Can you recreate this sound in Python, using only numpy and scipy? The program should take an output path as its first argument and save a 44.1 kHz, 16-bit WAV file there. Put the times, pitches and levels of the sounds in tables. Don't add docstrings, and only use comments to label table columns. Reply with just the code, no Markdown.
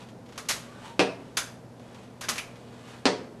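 import sys
import numpy as np
from scipy import signal
from scipy.fft import rfft, irfft
from scipy.io import wavfile
from scipy.ndimage import uniform_filter1d

SR = 44100
rng = np.random.default_rng(int(sys.argv[2]) if len(sys.argv) > 2 else 0)


def bounce(signal):
    frames = np.transpose(np.atleast_2d(signal))
    limited = np.clip(frames, -1, 1)
    pcm = np.round(limited * 32767).astype(np.int16)
    wavfile.write(sys.argv[1], SR, pcm)


N = 149940


def amp(db):
    return 10 ** (np.asarray(db) / 20)


def unit(x):
    return x / np.sqrt(np.mean(x ** 2) + 1e-20)


def read(points, hz):
    f, value = np.transpose(points)
    return np.interp(np.log(hz + 1), np.log(f + 1), value)


def add(mix, start_s, sound):
    part = mix[max(round(start_s * SR), 0):][:len(sound)]
    part += sound[:len(part)]


def bins(size=4096):
    return np.fft.rfftfreq(size, 1 / SR)


def colour(x, gain):
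    both_sides = np.r_[gain, gain[-2:0:-1]]
    log_gain = np.log(np.maximum(both_sides, 1e-5))
    taps = np.fft.ifft(np.exp(np.conj(signal.hilbert(log_gain)))).real
    return signal.fftconvolve(x, taps[:len(gain)])


def peak(hz, width_hz):
    return 1 / np.sqrt(1 + (2 * (bins() - hz) / width_hz) ** 2)


def drift(size, rate_hz):
    hz = np.fft.rfftfreq(size, 1 / SR)
    spectrum = rfft(rng.standard_normal(size)) * np.exp(-(hz / rate_hz) ** 2)
    return unit(irfft(spectrum, size))


def evenly(x, envelope, count=6):
    for _ in range(count):
        z = rfft(x * envelope)
        x = irfft(z / (abs(z) + 1e-12), len(x))
        x = x / np.sqrt(abs(uniform_filter1d(x ** 2, size=64)) + 1e-30)
    shaped = x * envelope
    return shaped / np.linalg.norm(shaped)


def contact(length_s, rise_s, fall_s, size=2048):
    t = np.arange(size) / SR
    envelope = (1 - np.exp(-t / rise_s)) * np.exp(-np.maximum(t - length_s, 0) / fall_s)
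    grit = amp(3 * drift(size, 515))
    return evenly(rng.standard_normal(size), envelope * grit)


# pitch_hz, t60_s (time to fall 60 dB)
CORRIDOR_T60 = [(150, 0.97), (500, 0.63), (1500, 0.47), (4000, 0.37), (8000, 0.38), (12000, 0.36)]
EARLY_T60_S = 0.16
EARLY_DB, TAIL_DB, DIRECT_DB = -0.5, -8.5, -4.5


def corridor(x, size=32768):
    t = np.arange(size) / SR
    near_walls = (1 - np.exp(-t / 0.00097)) * amp(-60 * t / EARLY_T60_S)
    early = evenly(rng.standard_normal(size), near_walls, count=1)
    hz, when_s, z = signal.stft(rng.standard_normal(size), SR, nperseg=256)
    decay = amp(-60 * when_s / read(CORRIDOR_T60, hz)[:, None])
    tail = signal.istft(z * decay, SR)[1][:size] * (1 - np.exp(-t / 0.014))
    response = amp(EARLY_DB) * early + amp(TAIL_DB) * tail / np.linalg.norm(tail)
    response[0] += amp(DIRECT_DB)
    return signal.fftconvolve(x, response)


# pitch_hz, level_db (relative)
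AIR_COLOUR = [(15, -56), (25, -15), (64, -12), (102, -5), (211, 0), (364, -6.5), (485, -4), (953, -13.5),
              (1140, -18.5), (1560, -22), (2990, -31), (4900, -31), (12500, -40.5), (16200, -73),
              (22000, -120)]
AIR_DB = -48.5


def ventilation():
    gain = amp(read(AIR_COLOUR, np.fft.rfftfreq(N, 1 / SR)))
    return amp(AIR_DB) * unit(irfft(rfft(rng.standard_normal(N)) * gain, N))


# pitch_hz, level_db (rms before the waver)
HUM_TONES = [(120, -54.5), (240, -56)]


def hum():
    t = np.arange(N) / SR
    sound = np.zeros(N)
    for hz, db in HUM_TONES:
        waver = 1 + 0.13 * drift(N, 8.1)
        sound += amp(db) * np.sqrt(2) * waver * np.sin(2 * np.pi * (hz * t + rng.random()))
    return sound


# start_s, level_db
RUSTLE_LEVEL = [(0, -47.5), (0.159, -74), (.25, -70), (.36, -64.5), (.62, -53.5), (.80, -55), (.86, -45.5),
                (.91, -51), (.97, -59), (1.3, -60.5), (1.72, -72.5), (1.88, -57), (2.04, -57), (2.17, -66),
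                (2.55, -60), (2.72, -56), (2.849, -54.5), (2.92, -49), (3.02, -56.5), (3.4, -67)]
# pitch_hz, level_db (relative)
CLOTH_COLOUR = [(200, -14.5), (700, 7), (1200, 8), (2000, 3.5), (3200, 3.5), (5000, -4.5), (8000, -7.5),
                (12000, -18)]
GRAINS_PER_S, GRAIN_SPREAD_DB = 2500, 2.5


def rustle():
    present = rng.random(N) < GRAINS_PER_S / SR
    strength = amp(GRAIN_SPREAD_DB * np.minimum(rng.exponential(1, N), 4))
    grains = rng.standard_normal(N) * strength * present
    sound = unit(corridor(colour(grains, amp(read(CLOTH_COLOUR, bins()))))[:N])
    return sound * amp(np.interp(np.arange(N) / SR, *np.transpose(RUSTLE_LEVEL)))


# start_s, length_s, start_hz, end_hz, level_db
SOLE_SQUEAKS = [(0.648, .11, 1080, 1178, -60), (.70, 0.12, 1458, 1510, -60), (0.812, 0.156, 859, 927, -52)]


def squeak(length_s, start_hz, end_hz, db):
    u = np.linspace(0, 1, int(length_s * SR))
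    glide = start_hz + (end_hz - start_hz) * np.sin(np.pi / 2 * u)
    hz = glide * (1 + 0.023 * drift(len(u), 155))
    swell = np.sqrt(2 * abs(np.sin(np.pi * u)))
    tone = amp(db) * swell * np.sin(2 * np.pi * np.cumsum(hz) / SR)
    sound = amp(-4) * corridor(tone)
    add(sound, 0, tone)
    return sound


# start_s, level_db (relative), length_s,
# tilt_db (brightness per octave), ring_db (metal), knock_hz, knock_db
JOINT_CLACKS = [(0.3773, -13.5, 0.0039, -1, -11, 1210, 6.5), (0.486, -2, 0.011, 1, -26, 1940, 0.5),
                (0.4988, -4.5, 0.013, -0.5, -24, 4060, 2.5), (1.3693, -1.5, .005, 0.5, -3, 1480, 2.5),
                (2.209, -13.5, 0.0066, -0.5, -27, 1150, 3), (2.233, -18, 0.017, -2.5, 0, 1620, 6),
                (2.2850, -1.5, 0.0054, -0.1, -25, 1190, 3), (2.354, -14.5, 0.0074, -2, -14, 1960, 3),
                (2.3804, -12, 0.0023, 0, -13, 2430, 13)]
# pitch_hz, level_db (relative)
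HARD_COLOUR = [(60, -8.5), (400, -5.5), (800, -2), (1200, 0), (2200, 0), (3200, -1), (5000, -1),
               (6000, 0.5), (6600, 0.5), (7400, -4), (9800, -7.5), (10800, -4.5), (12500, -12.5)]
# pitch_hz, width_hz, level_db (relative)
FRAME_RINGS = [(1030, 120, 1), (1360, 70, 8), (1615, 60, 12), (2300, 250, 3), (2700, 80, 3),
               (3500, 110, 10), (4820, 170, 9), (6240, 130, 5)]
CLACK_DB, CLACK_RISE_S, CLACK_FALL_S = 9.5, 0.00088, 0.002


def clack(db, length_s, tilt_db, ring_db, knock_hz, knock_db):
    ring_power = sum((amp(level + ring_db) * peak(hz, width)) ** 2 for hz, width, level in FRAME_RINGS)
    knock = amp(knock_db) * peak(knock_hz, knock_hz / 5.2)
    octaves = np.log2(np.maximum(bins(), 500) / 3000)
    level_db = CLACK_DB + db + read(HARD_COLOUR, bins()) + tilt_db * octaves
    gain = amp(level_db) * np.sqrt(1 + ring_power + knock ** 2)
    return corridor(colour(contact(length_s, CLACK_RISE_S, CLACK_FALL_S), gain))


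# start_s, level_db (relative, as for clacks)
CLOTH_TICKS = [(0.002, -31.5), (0.032, -47), (0.086, -30.5), (0.26, -35), (0.288, -32), (0.322, -28.5),
               (0.356, -31), (0.452, -29.5), (0.560, -23.5), (1.795, -34.5), (1.944, -29.5), (2.555, -31.5),
               (2.875, -30.5)]


def tick(db):
    return clack(db, length_s=0.004, tilt_db=-4.3, ring_db=-33, knock_hz=3470, knock_db=2)


# start_s, level_db (relative), second_s (second contact, after the first), second_db,
# tube_hz, tube_db, thump_hz, knock_hz, tilt_db (hardness per octave), top_hz (upper band edge), boom_db
TIP_THUDS = [(0.9935, 0, .0060, -5, 2590, 10, 295, 640, -1, 12000, 5),
             (3.0548, 2, .0072, -6.5, 4360, 5, 261.5, 400, -0.22, 9700, 2)]
# pitch_hz, level_db (relative)
LANDING_COLOUR = [(35, -32), (90, -12), (150, -7), (280, 2.5), (420, 3), (800, -1.5), (1200, -4),
                  (2200, -5.5), (3600, -9), (5200, -8.5), (7000, -19.5), (9000, -21.5), (12000, -34.5)]
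# pitch_hz, level_db (relative), t60_s
FLOOR_BOOM = [(191.3, -28, 0.4), (275, -33, 0.61), (391.3, -32, 0.4), (416, -28, 0.31), (468, -25.5, 0.29),
              (586, -29, 0.32), (742, -26, 0.2), (779, -35, 0.22), (957, -40, 0.43)]
THUD_DB, THUD_FALL_S, TUBE_WIDTH_HZ = 18, 0.0015, 340
THUMP_DB, THUMP_T60_S, LOW_CUT_HZ = -14.5, 0.12, 250


def landing(second_s, second_db, tube_hz, tube_db, knock_hz, tilt_db, top_hz):
    force = np.zeros(SR // 10)
    add(force, 0, contact(0, 0.00029, THUD_FALL_S))
    add(force, second_s, amp(second_db) * contact(0, 0.000547, THUD_FALL_S * 2))
    tube = amp(tube_db) * peak(tube_hz, TUBE_WIDTH_HZ)
    knock = amp(4) * peak(knock_hz, knock_hz / 4.7)
    octaves = np.log2(np.clip(bins(), 300, 2000) / 1000)
    tilt_and_edge = amp(tilt_db * octaves) / np.sqrt(1 + (bins() / top_hz) ** 20)
    resonance = np.sqrt(1 + tube ** 2 + knock ** 2)
    gain = amp(THUD_DB + read(LANDING_COLOUR, bins())) * tilt_and_edge * resonance
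    return corridor(colour(force, gain))


def floor_response(size, thump_hz, boom_db):
    t = np.arange(size) / SR
    thump = amp(THUMP_DB - 60 * t / THUMP_T60_S) * np.sin(2 * np.pi * thump_hz * t)
    boom = np.zeros(size)
    for hz, level, t60_s in FLOOR_BOOM:
        boom += amp(level - 60 * t / t60_s) * np.sin(2 * np.pi * (hz * t + rng.random()))
    low = thump + amp(boom_db) * boom * (1 - np.exp(-t / 0.014))
    return signal.sosfilt(signal.butter(2, LOW_CUT_HZ, "high", fs=SR, output="sos"), low)


def thud(db, second_s, second_db, tube_hz, tube_db, thump_hz, knock_hz, tilt_db, top_hz, boom_db):
    sound = landing(second_s, second_db, tube_hz, tube_db, knock_hz, tilt_db, top_hz)
    return amp(db) * (sound + floor_response(len(sound), thump_hz, boom_db))


def scene():
    mix = ventilation() + hum() + rustle()
    events = [(SOLE_SQUEAKS, squeak), (CLOTH_TICKS, tick), (JOINT_CLACKS, clack), (TIP_THUDS, thud)]
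    for table, source in events:
        for start_s, *settings in table:
            add(mix, start_s, source(*settings))
    return mix[None]


def record(dry):
    taps = signal.firwin(301, 12750, window=("kaiser", 8), fs=SR)
    return signal.oaconvolve(dry, taps[None], "same")


dry = scene()
out = record(dry)
bounce(out)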